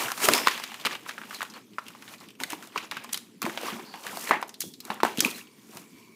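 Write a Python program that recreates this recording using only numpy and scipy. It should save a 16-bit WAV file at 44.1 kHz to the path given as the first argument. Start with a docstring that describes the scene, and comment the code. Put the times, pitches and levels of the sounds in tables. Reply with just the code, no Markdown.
"""Blister pack pulled off its card

Hands pull a stiff plastic blister off its card, close to a small microphone in a quiet room.
The shell buckles with damped sine pops and noise cracks over a rustle of tiny pops and filtered slips;
thuds ring the table in low decaying sines, edges scrape in noise bursts, narrow bands linger.
Room tone and hum are filtered noise; late on, a faint distant whirr swells in narrow noise bands."""
import sys
import numpy as np
from scipy import signal
from scipy.io import wavfile
from scipy.ndimage import uniform_filter1d

SR = 44100
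rng = np.random.default_rng(int(sys.argv[2]) if len(sys.argv) > 2 else 0)


def wav_out(sig):
    """Save sig, one row per channel (or a flat mono array), as 16-bit PCM at SR to the path in sys.argv[1]."""
    wavfile.write(sys.argv[1], SR, np.round(np.clip(np.atleast_2d(sig).T, -1, 1) * 32767).astype(np.int16))


N = 271215

# hand or pack meets the table: t/s, level/dB, f/Hz, t60/s
TABLE_HITS = [(0.048, -35, 133, 0.11), (0.2802, -17.5, 381, 0.076), (0.242, -18.5, 420, 0.049),
              (0.2856, -6.5, 640, 0.027), (0.472, -34, 416, 0.073), (0.86, -24, 500, 0.023),
              (2.41, -31, 255, 0.07), (2.529, -28.5, 307, 0.065), (2.757, -32, 430, 0.1),
              (3.444, -20, 230, 0.048), (3.468, -27.5, 339, 0.17), (3.725, -32, 206, 0.25),
              (3.743, -31, 228, 0.11), (3.795, -36.5, 376, 0.1), (4.308, -18.5, 409, 0.055),
              (4.639, -26.5, 397, 0.013), (4.9, -30.5, 212, 0.16), (5.033, -10.5, 373, 0.021),
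              (5.184, -15, 230, 0.029), (5.224, -26, 308, 0.13), (5.256, -20.5, 251, 0.057),
              (5.754, -31.5, 180, 0.027)]


def amp(db):
    """Amplitude ratio of a level in dB."""
    return 10 ** (np.asarray(db) / 20)


def evened(x):
    """Scale to unit rms."""
    return x / np.sqrt(np.mean(x ** 2) + 1e-20)


def read(points, hz):
    """Interpolate a (f/Hz, value) curve along log frequency."""
    f, value = np.transpose(points)
    return np.interp(np.log(hz + 1), np.log(f + 1), value)


def add(mix, s, sound):
    """Add a sound into the mix at s seconds, cut at the end."""
    part = mix[round(s * SR):][:len(sound)]
    part += sound[:len(part)]


def colour(x, points):
    """Causal filter with the given spectrum: phase from the log gain."""
    hz = abs(np.fft.fftfreq(4096, 1 / SR))
    log_gain = np.log(amp(read(points, hz)))
    taps = np.fft.ifft(np.exp(np.conj(signal.hilbert(log_gain)))).real[:2048]
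    taps = taps[None] if x.ndim > 1 else taps / np.linalg.norm(taps)
    return signal.oaconvolve(x, taps, axes=-1)[..., :x.shape[-1]]


def band(x, hz, width_hz):
    """One two-pole resonance, output at unit rms."""
    pole = np.exp(-np.pi * width_hz / SR)
    poles = [1, -2 * pole * np.cos(2 * np.pi * hz / SR), pole ** 2]
    return evened(signal.lfilter([1, 0, -1], poles, x))


def twice_banded(x, hz, width_hz):
    """The same resonance applied twice, for steeper skirts."""
    return band(band(x, hz, width_hz), hz, width_hz)


def patchy(x, patchy_db):
    """Level drifts at random in patches of time and pitch."""
    z = signal.stft(x, nperseg=512, noverlap=384)[2]
    field = uniform_filter1d(rng.standard_normal(z.shape), size=9, axis=0)  # over pitch
    field = uniform_filter1d(field, size=14, axis=1)  # over time
    return signal.istft(z * amp(patchy_db * evened(field)), nperseg=512, noverlap=384)[1][:N]


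def air():
    """Steady room tone with microphone hiss, and the unsteady hum of the house in two noise bands."""
    # quiet room spectrum: f/Hz, gain/dB
    tone_spectrum = [(40, -37), (110, -11), (200, 3.5), (330, -3), (600, -24.5), (1500, -33), (3000, -22.5),
                     (6000, -22), (15000, -30)]
    # hum: f/Hz, width per pass/Hz, rms/dB
    hum_bands = [(117.4, 14, -70.5), (223.3, 55, -60.5)]
    tone_db = -57
    tone = evened(patchy(colour(rng.standard_normal(N), tone_spectrum), patchy_db=4.5))
    noise = rng.standard_normal(N)
    hum = sum(amp(db) * twice_banded(noise, hz, width_hz) for hz, width_hz, db in hum_bands)
    return amp(tone_db) * tone + hum


def effort(column):
    """Level over time of all moves together in power, each swelling and fading evenly in dB."""
    # each grip, pull or slide of the hands: peak t/s, swell/s, fade/s,
    # shell crinkle/dB, card crinkle/dB, hiss of sliding skin/dB
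    moves = [(0.01, 0.18, 0.19, -37, -30.5, -31.5), (0.241, 0.065, 0.11, -30, -27.5, -24),
             (.34, 0.12, 0.17, -27.5, -27.5, -28.5), (.48, 0.056, 0.25, -32, -43, -44),
             (.7, 0.48, 0.7, -51, -50.5, -55), (.82, 0.1, .03, -57, -53, -52),
             (.86, .02, 0.22, -47, -50, -50), (0.931, 0.086, 0.058, -39, -40.5, -53),
             (1.09, 0.054, 0.073, -43.5, -50.5, -51), (1.2, 0.36, 0.33, -56, -53, -57),
             (1.34, 0.14, 0.23, -45.5, -49.5, -47), (1.568, 0.068, 0.069, -48.5, -47.5, -58),
             (1.89, 0.21, 0.22, -56, -56.5, -59), (2.14, 0.28, 0.048, -52.5, -50.5, -50.5),
             (2.23, 0.076, 0.14, -54.5, -54, -58.5), (2.41, 0.015, 0.09, -43, -41, -43),
             (2.52, 0.056, 0.081, -42, -46, -44), (2.64, 0.16, 0.12, -52.5, -50.5, -52),
             (2.77, 0.056, 0.14, -43, -44.5, -54), (2.85, 0.11, 0.037, -46, -48, -60),
             (2.93, 0.024, 0.36, -47, -47.5, -69), (3.14, 0.069, 0.079, -49, -51, -48),
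             (3.428, 0.0085, 0.049, -36, -35.5, -50), (3.459, 0.023, 0.38, -47, -41, -47),
             (3.67, 0.15, 0.18, -38, -37, -42.5), (3.8, 0.09, 0.42, -72, -49, -58),
             (3.96, 0.066, 0.085, -51.5, -48, -72), (4.06, 0.044, 0.34, -44.5, -41.5, -48.5),
             (4.24, 0.3, 0.096, -50, -45.5, -38.5), (4.32, 0.088, 0.1, -42, -31.5, -58),
             (4.619, 0.018, 0.12, -62, -64, -40), (4.88, 0.072, 0.045, -58, -47.5, -52),
             (4.91, 0.033, 0.13, -48, -39.5, -52), (5.05, 0.019, 0.14, -38.5, -38, -42.5),
             (5.25, 0.093, 0.14, -38.5, -39.5, -37), (5.39, 0.15, 0.063, -46.5, -53, -44.5),
             (5.59, 0.11, 0.12, -62, -65, -62), (5.77, 0.15, 0.13, -55.5, -52, -49),
             (6.0, 0.94, 0.43, -64, -68, -62.5)]
    change_db = 20  # gained over the swell, lost over the fade
    t = np.arange(0, N + 64, 64) / SR
    power = np.zeros(len(t))
    for move in moves:
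        peak_s, swell_s, fade_s = move[:3]
        away = np.where(t < peak_s, (peak_s - t) / swell_s, (t - peak_s) / fade_s)
        power += amp(2 * (move[column] - change_db * away))
    return np.interp(np.arange(N) / SR, t, np.sqrt(power))


def slip_sizes(per_s, spread_db):
    """Sparse impulses at random times, of uneven size."""
    size = amp(spread_db * np.minimum(rng.exponential(1, N), 5))
    return size * (rng.random(N) < per_s / SR)


def over_smooth(slips, smooth):
    """Mix unit-rms slips with a power share of smooth noise."""
    return np.sqrt(1 - smooth) * evened(slips) + np.sqrt(smooth) * rng.standard_normal(N)


def creases(per_s, spread_db, smooth, cycles):
    """Many tiny pops, each crease at one of 16 pitches, over a share of smooth noise."""
    size = slip_sizes(per_s, spread_db)
    pitches_hz = np.geomspace(450, 7000, num=16)
    which = rng.integers(0, len(pitches_hz), N)
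    t, pops = np.arange(600) / SR, np.zeros(N)
    for k, hz in enumerate(pitches_hz):
        pop = np.sin(2 * np.pi * hz * t) * t * np.exp(-t * hz / cycles)
        pop *= np.sqrt(hz) / np.linalg.norm(pop)
        pops += signal.oaconvolve(size * (which == k), pop)[:N]
    return over_smooth(pops, smooth)


def grains(per_s, spread_db, smooth, length_s):
    """Short noisy slips of uneven size over a share of smooth noise."""
    t = np.arange(1000) / SR
    envelope = signal.oaconvolve(slip_sizes(per_s, spread_db), t * np.exp(-t / length_s))[:N]
    return over_smooth(envelope * rng.standard_normal(N), smooth)


def table_rumble_level(card_level):
    """Card crinkle through the table, a resting floor and shaking after thuds, summed in power."""
    through_db, rest_db = -7, -60  # re the card's crinkle; with the hands at rest
    lowered_s, held_db = 0.92, -3  # until then the pack is held up and less reaches the table
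    shake_db, shake_t60_s = -18.5, 0.26  # after a thud, re its listed level
    t = np.arange(N) / SR
    shaking = np.zeros(N)
    for s, db, *_ in TABLE_HITS:
        decay_db = -60 * np.maximum(t - s, 0) / shake_t60_s
        shaking += (t > s) * amp(2 * (db + shake_db + decay_db))
    through = amp(through_db + held_db * (t < lowered_s)) * card_level
    return np.sqrt(through ** 2 + amp(2 * rest_db) + shaking)


def handling():
    """Slips excite card and shell, sliding skin hisses, the table carries a rumble."""
    # spectra: f/Hz, gain/dB
    card_spectrum = [(300, -18.5), (500, -3), (1100, 1.5), (1700, -5.5), (3000, -9), (8000, -42)]
    shell_spectrum = [(900, -19), (1800, 4), (2600, 6.5), (3800, 0.5), (6000, -5.5), (12000, -6.5)]
    hiss_spectrum = [(1500, -45), (3500, -8.5), (5500, -3), (9000, -4), (15000, -6)]
    rumble_spectrum = [(60, -31.5), (150, -8), (250, 3), (420, 1.5), (800, -33.5)]
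    shell_level, card_level, hiss_level = effort(column=3), effort(column=4), effort(column=5)
    slips = creases(per_s=2300, spread_db=2.7, smooth=0.45, cycles=1.3)
    card = patchy(colour(slips, card_spectrum), patchy_db=1.8)
    other_slips = np.roll(slips, SR)  # shifted 1 s: shell grains differ from the card's
    shell = patchy(colour(other_slips, shell_spectrum), patchy_db=1.6)
    hiss = colour(grains(per_s=390, spread_db=1.5, smooth=0.58, length_s=0.001), hiss_spectrum)
    rumble = colour(grains(per_s=99, spread_db=2.0, smooth=0.57, length_s=0.0032), rumble_spectrum)
    crinkle = shell_level * evened(shell) + card_level * evened(card)
    return crinkle + hiss_level * evened(hiss) + table_rumble_level(card_level) * evened(rumble)


def thuds():
    """A soft push rings the table top: two decaying low sines with a rounded onset."""
    out, t = np.zeros(N), np.arange(9000) / SR
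    for s, db, hz, t60_s in TABLE_HITS:
        wave = np.sin(2 * np.pi * hz * t) + 0.26 * np.sin(2 * np.pi * 1.7 * hz * t)
        onset = 1 - np.exp(-t / 0.00048)
        add(out, s, amp(db - 1.0 - 60 * t / t60_s) * onset * wave)
    return out


def snaps():
    """Buckling folds: a damped pop, mid and treble cracks, the shell shivering at the pop's pitch."""
    # t/s, pop peak/dB, pop f/Hz, treble crack/dB re pop, mid crack/dB re pop (cracks trimmed below)
    folds = [(0.083, -21, 1610, -15, -11), (0.102, -21.5, 1580, -24, -15.5), (0.117, -19, 1360, -3, -15),
             (0.176, -27, 1100, -6.5, -6), (0.202, -27, 1240, -10, -8), (0.254, -15, 2950, -4, -10),
             (0.2863, -1.5, 1630, -9, -12), (0.335, -13, 2400, 3, -8.5), (0.378, -18.5, 2400, -1.5, -12),
             (0.463, -21, 1200, -12, -7), (0.471, -5, 1100, -16, -4), (0.482, -12, 1930, -8.5, -4.5),
             (0.512, -28, 2500, -11, 5), (0.577, -28.5, 1090, -6.5, -3), (0.598, -29.5, 1010, -8, -1),
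             (0.637, -25, 4540, -3.5, 0), (0.717, -32, 1006, -12, -1), (0.742, -30, 1670, -5.5, 0),
             (0.798, -33, 3390, -8, -3), (0.811, -32, 3920, -9, -10), (0.839, -36, 2200, -18, -2),
             (0.85, -18, 1280, -15, 0), (0.855, -16.5, 2500, -8, 0), (0.863, -19.5, 2410, -8.5, 0.5),
             (0.868, -17, 1290, -14, -4), (0.909, -27, 1830, -17, -2), (0.927, -35, 3300, -11, -6),
             (0.951, -31, 1230, -9, 6), (1.062, -29.5, 1200, -22, -19), (1.088, -35, 1600, -8, -6),
             (1.092, -22.5, 1500, -15, -3), (1.109, -32, 2310, -14, -3), (1.179, -23, 1560, -37, -21.5),
             (1.215, -28.5, 1580, -32, -25), (1.235, -32, 1390, -27, -12), (1.308, -26, 1480, -24, -25),
             (1.328, -30, 1410, -22, -17), (1.345, -33.5, 4260, 2.5, -3), (1.406, -20, 1330, -42, -25),
             (1.417, -18, 1920, -34, -16), (1.428, -23, 1030, -4, -9), (1.499, -35, 5900, -20, -13),
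             (1.45, -32, 1510, -18, -6), (1.537, -43, 4400, 0, 2), (1.783, -16.5, 1255, -57, -19),
             (1.733, -46, 2980, -15, -9), (1.903, -39, 1300, -7, -12), (1.865, -35, 2960, -14, -13),
             (1.882, -33, 3180, -1.5, -27), (1.949, -35.5, 1030, -18, -17), (2.022, -44, 1310, 0, 7),
             (2.065, -49, 3480, -23, -15), (2.078, -33, 1800, -27, -3), (2.089, -38, 3470, -12, -6),
              (2.138, -34, 2480, -12, -6), (2.181, -43, 4430, -8, -25), (2.202, -41, 4800, -5, -20),
             (2.209, -42, 1170, -7, -1), (2.239, -43, 2410, -15, -10), (2.286, -38, 2940, -9, -22),
             (2.304, -41, 3310, -7, -18), (2.352, -49, 2920, -8, -15), (2.401, -26, 2590, -6.5, -3),
             (2.435, -17, 2400, -5.5, -10), (2.502, -31, 1940, 0.5, -1), (2.521, -28, 2760, -1, -13),
             (2.531, -21, 1040, -12, -19), (2.625, -32, 1550, -7, -23), (2.672, -45.5, 690, 4.5, -7),
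             (2.759, -18, 1080, -37, -12), (2.776, -16.5, 2800, -45, -3), (2.912, -19.5, 2080, -15, -1),
             (2.92, -25.5, 1010, -16, -25), (2.968, -19.5, 1700, -23, -4), (3.044, -29.5, 1090, -7.5, -7),
             (3.091, -37.5, 1680, -9, 3), (3.143, -15.5, 4160, -7, -13), (3.161, -34, 4500, -2, -12),
             (3.174, -30.5, 4300, 4, -4), (3.418, -20.5, 1240, -3, -26), (3.427, -24, 1260, -1.5, -13),
             (3.452, -21.5, 2500, -12, -13), (3.463, -17.5, 880, -17, -24), (3.496, -24, 1900, -29.5, -19),
             (3.574, -23, 740, -20, 2), (3.612, -30.5, 630, -4.5, -15), (3.632, -23.5, 600, -25, -17),
             (3.648, -35, 790, -20, -11), (3.685, -35, 2700, -21, -6), (3.702, -30, 2300, -15, -8),
             (3.794, -32.5, 1030, -30, -7), (3.939, -30.5, 870, -19, -2), (4.036, -31, 3150, -12, -15),
             (4.066, -25.5, 1570, -6.5, -3), (4.171, -24, 810, -5, -29.5), (4.272, -22, 2130, -16, -14),
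             (4.291, -26.5, 900, -15, 2), (4.309, -3.5, 1160, -40, -24), (4.333, -15.5, 1090, -44, -20),
             (4.345, -24, 1030, -39, -27), (4.426, -16.5, 1010, -21, -11), (4.492, -35, 6700, -1, -6),
             (4.541, -34, 4500, -7, -17), (4.605, -23.5, 7250, -2, -40), (4.615, -23, 4500, -6, -16),
             (4.619, -29, 3330, 1.5, -26), (4.737, -34, 4500, -10.5, -29), (4.803, -32.5, 5070, 0, -16),
             (4.851, -41, 1270, 8, -15), (4.902, -17, 940, -37, -6), (4.916, -21, 877, -32, -25),
             (5.002, -20, 1300, -28, -16), (5.032, -5.5, 980, -17.5, -11), (5.049, -9.5, 820, -20, -16),
             (5.173, -23.5, 3280, -4, -20), (5.183, -24, 3300, -4, -22), (5.191, -16.5, 3560, -17, -26),
             (5.2044, -4.5, 6400, -4.5, -16), (5.223, -26, 5500, -7, -12), (5.2475, -16.5, 2500, -5.5, -20),
             (5.257, -25, 2530, -2, -22), (5.263, -25, 1090, -3, -6), (5.311, -28, 3630, -5, -12),
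             (5.38, -41, 1800, -9, -10), (5.47, -45.5, 3260, -17, -9), (5.77, -34.5, 870, 0, -1)]
    # spectra: f/Hz, gain/dB
    treble_spectrum = [(1500, -16.5), (4000, -0.5), (6000, -2), (9000, -3.5), (15000, -7)]
    mid_spectrum = [(500, -16), (1400, -0.5), (2300, -0.5), (4000, -7), (9000, -28)]
    # decay time set by level: quieter folds are given longer tails
    full_scale_t60_s, shorter_s_per_db = 0.022, 0.0011
    rise_s = 0.00097
    out, t = np.zeros(N), np.arange(3500) / SR
    late = np.maximum(t - rise_s, 0)  # the pop comes when the fold gives way
    noise = rng.standard_normal((len(folds), 3, len(t)))
    trebles, mids = colour(noise[:, 0], treble_spectrum), colour(noise[:, 1], mid_spectrum)
    top_edge = signal.butter(2, 20000, fs=SR, output="sos")
    for fold, treble, mid, low in zip(folds, trebles, mids, noise[:, 2]):
        s, db, hz, treble_db, mid_db = fold
        turns = hz * late
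        cycles = -np.sin(2 * np.pi * turns) + 0.25 * np.sin(2 * np.pi * 1.94 * turns)
        pop = cycles * late * np.exp(-late * (hz * 1.15 + 450))  # pulls in first
        shiver = (1 - np.exp(-turns / 1.8)) * band(low, 0.88 * hz, 0.23 * hz)
        t60_s = full_scale_t60_s - shorter_s_per_db * db
        ring = np.minimum(t / rise_s, 1) ** 2 * amp(-60 * late / t60_s)
        treble = evened(signal.sosfilt(top_edge, treble)) * np.exp(-late / 0.0031)
        mid = evened(mid) * (0.57 + 0.53 * np.exp(-late / 0.00089))
        crack = amp(treble_db - 0.5) * treble + amp(mid_db - 3.0) * mid
        add(out, s, amp(db) * (pop / abs(pop).max() + ring * (amp(-9) * shiver + crack)))
    return out


def scrapes():
    """An edge drags and lets go: wide noise bursts that swell and stop short."""
    # peak t/s, rms before shaping/dB, centre f/Hz, swell/s
    drags = [(0.255, -23, 6950, 0.017), (0.321, -30, 8000, 0.0043), (0.87, -33.5, 2780, 0.011),
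             (1.095, -42.5, 6000, 0.013), (2.506, -34, 6000, 0.0044), (3.042, -43, 8000, 0.0038),
             (3.134, -22.5, 6100, 0.0046), (4.299, -38, 6970, 0.028), (4.418, -43, 9000, 0.0044),
             (4.484, -48.5, 9000, 0.006), (4.609, -24.5, 11000, .004), (4.946, -46, 9000, 0.0066),
             (5.312, -39.5, 7000, 0.014)]
    out, t = np.zeros(N), np.arange(-4000, 9000) / SR
    for s, db, hz, swell_s in drags:
        shape = np.where(t < 0, np.exp(-(t / swell_s) ** 2), np.exp(-t / (0.2 * swell_s)))
        add(out, s + t[0], amp(db) * shape * band(rng.standard_normal(len(t)), hz, 1.4 * hz))
    return out


def overload_thumps():
    """A short negative pulse under the loudest snaps, as the microphone overloads."""
    # t/s, peak/dB
    overloads = [(0.2863, -14.5), (5.206, -24)]
    out, t = np.zeros(N), np.arange(-300, 300) / SR
    for s, db in overloads:
        add(out, s + t[0], -amp(db) * np.exp(-(t / 0.00025) ** 2))
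    return out


def rings():
    """Narrow noise bands linger after some snaps, decaying exponentially."""
    # t/s, rms before shaping/dB, f/Hz, width per pass/Hz, t60/s
    lingering = [(0.29, -20, 1180, 500, 0.057), (.34, -33, 5220, 500, 0.65), (1.347, -40, 4200, 600, 0.13),
                 (1.539, -48.5, 4300, 400, .12), (3.64, -46, 2730, 300, .2), (3.85, -51, 4500, 800, 1),
                 (3.941, -42, 900, 300, 0.21), (4.312, -19, 794, 450, 0.15), (4.313, -22, 1870, 600, 0.11),
                 (4.336, -29, 1890, 700, 0.22), (4.621, -47, 3400, 300, 0.34), (5.05, -27, 1080, 900, 0.15),
                 (5.247, -16.5, 2480, 350, 0.034), (5.274, -37, 2460, 350, 0.15),
                 (5.345, -44, 4100, 298, .15)]
    out, t = np.zeros(N), np.arange(-4000, 9000) / SR
    for s, db, hz, width_hz, t60_s in lingering:
        onset = np.clip(t / 0.0013, 0, 1)
        ending = np.clip((t[-1] - t) / 0.05, 0, 1)
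        shape = onset * amp(-60 * np.maximum(t, 0) / t60_s) * ending
        add(out, s + t[0], amp(db) * shape * twice_banded(rng.standard_normal(len(t)), hz, width_hz))
    return out


def whirr():
    """A faint distant whirr swells: one noise through narrow bands, each applied twice."""
    # t/s, level/dB
    swell = [(5.25, -80), (5.4, -57), (5.75, -70), (5.95, -63), (5.97, -56), (6.15, -60)]
    # f/Hz, width per pass/Hz, level/dB
    whirr_bands = [(1030, 200, -8), (2270, 240, -4.5), (4500, 320, -14)]
    s, level_db = np.transpose(swell)
    noise = rng.standard_normal(N)
    bands = sum(amp(db) * twice_banded(noise, hz, width_hz) for hz, width_hz, db in whirr_bands)
    return amp(np.interp(np.arange(N) / SR, s, level_db)) * bands


def room(x):
    """Dense reflections after the first few milliseconds, each band dying at its own speed."""
    # f/Hz, t60/s
    decay = [(200, 1), (1000, 0.31), (4000, 0.38), (12000, 0.33)]
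    taps = rng.standard_normal(SR // 2) * (np.arange(SR // 2) > 150)
    hz, t, z = signal.stft(taps, SR, nperseg=256)
    fading = amp(-60 * t / read(decay, hz)[:, None])
    tail = signal.istft(z * fading, SR, nperseg=256)[1]
    return signal.fftconvolve(x, tail / np.linalg.norm(tail))[:N]


def scene():
    """Hits with their reflections, over handling, overload thumps, air and whirr."""
    hits = thuds() + snaps() + scrapes() + rings()
    no_bass = signal.butter(3, 120, "high", fs=SR, output="sos")  # small things radiate no deep bass
    hits = signal.sosfilt(no_bass, hits)
    echoed = hits + amp(-14.5) * room(hits)
    return (air() + handling() + echoed + overload_thumps() + whirr())[None]


def record(dry):
    """The microphone drops deep bass, the loudest pops clip softly, the top rolls off to a band limit."""
    ceiling, shoulder_hz, edge_hz = 0.72, 15450, 16521
    thin = signal.sosfilt(signal.butter(1, 90, "high", fs=SR, output="sos"), dry)
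    held = ceiling * thin / (ceiling ** 8 + thin ** 8) ** (1 / 8)
    shoulder = signal.firwin(127, shoulder_hz, fs=SR)
    edge = signal.firwin(511, edge_hz, window=("kaiser", 9), fs=SR)
    top = signal.oaconvolve(held, shoulder[None], "same")
    return signal.oaconvolve(top, edge[None], "same")


dry = scene()
out = record(dry)
wav_out(out)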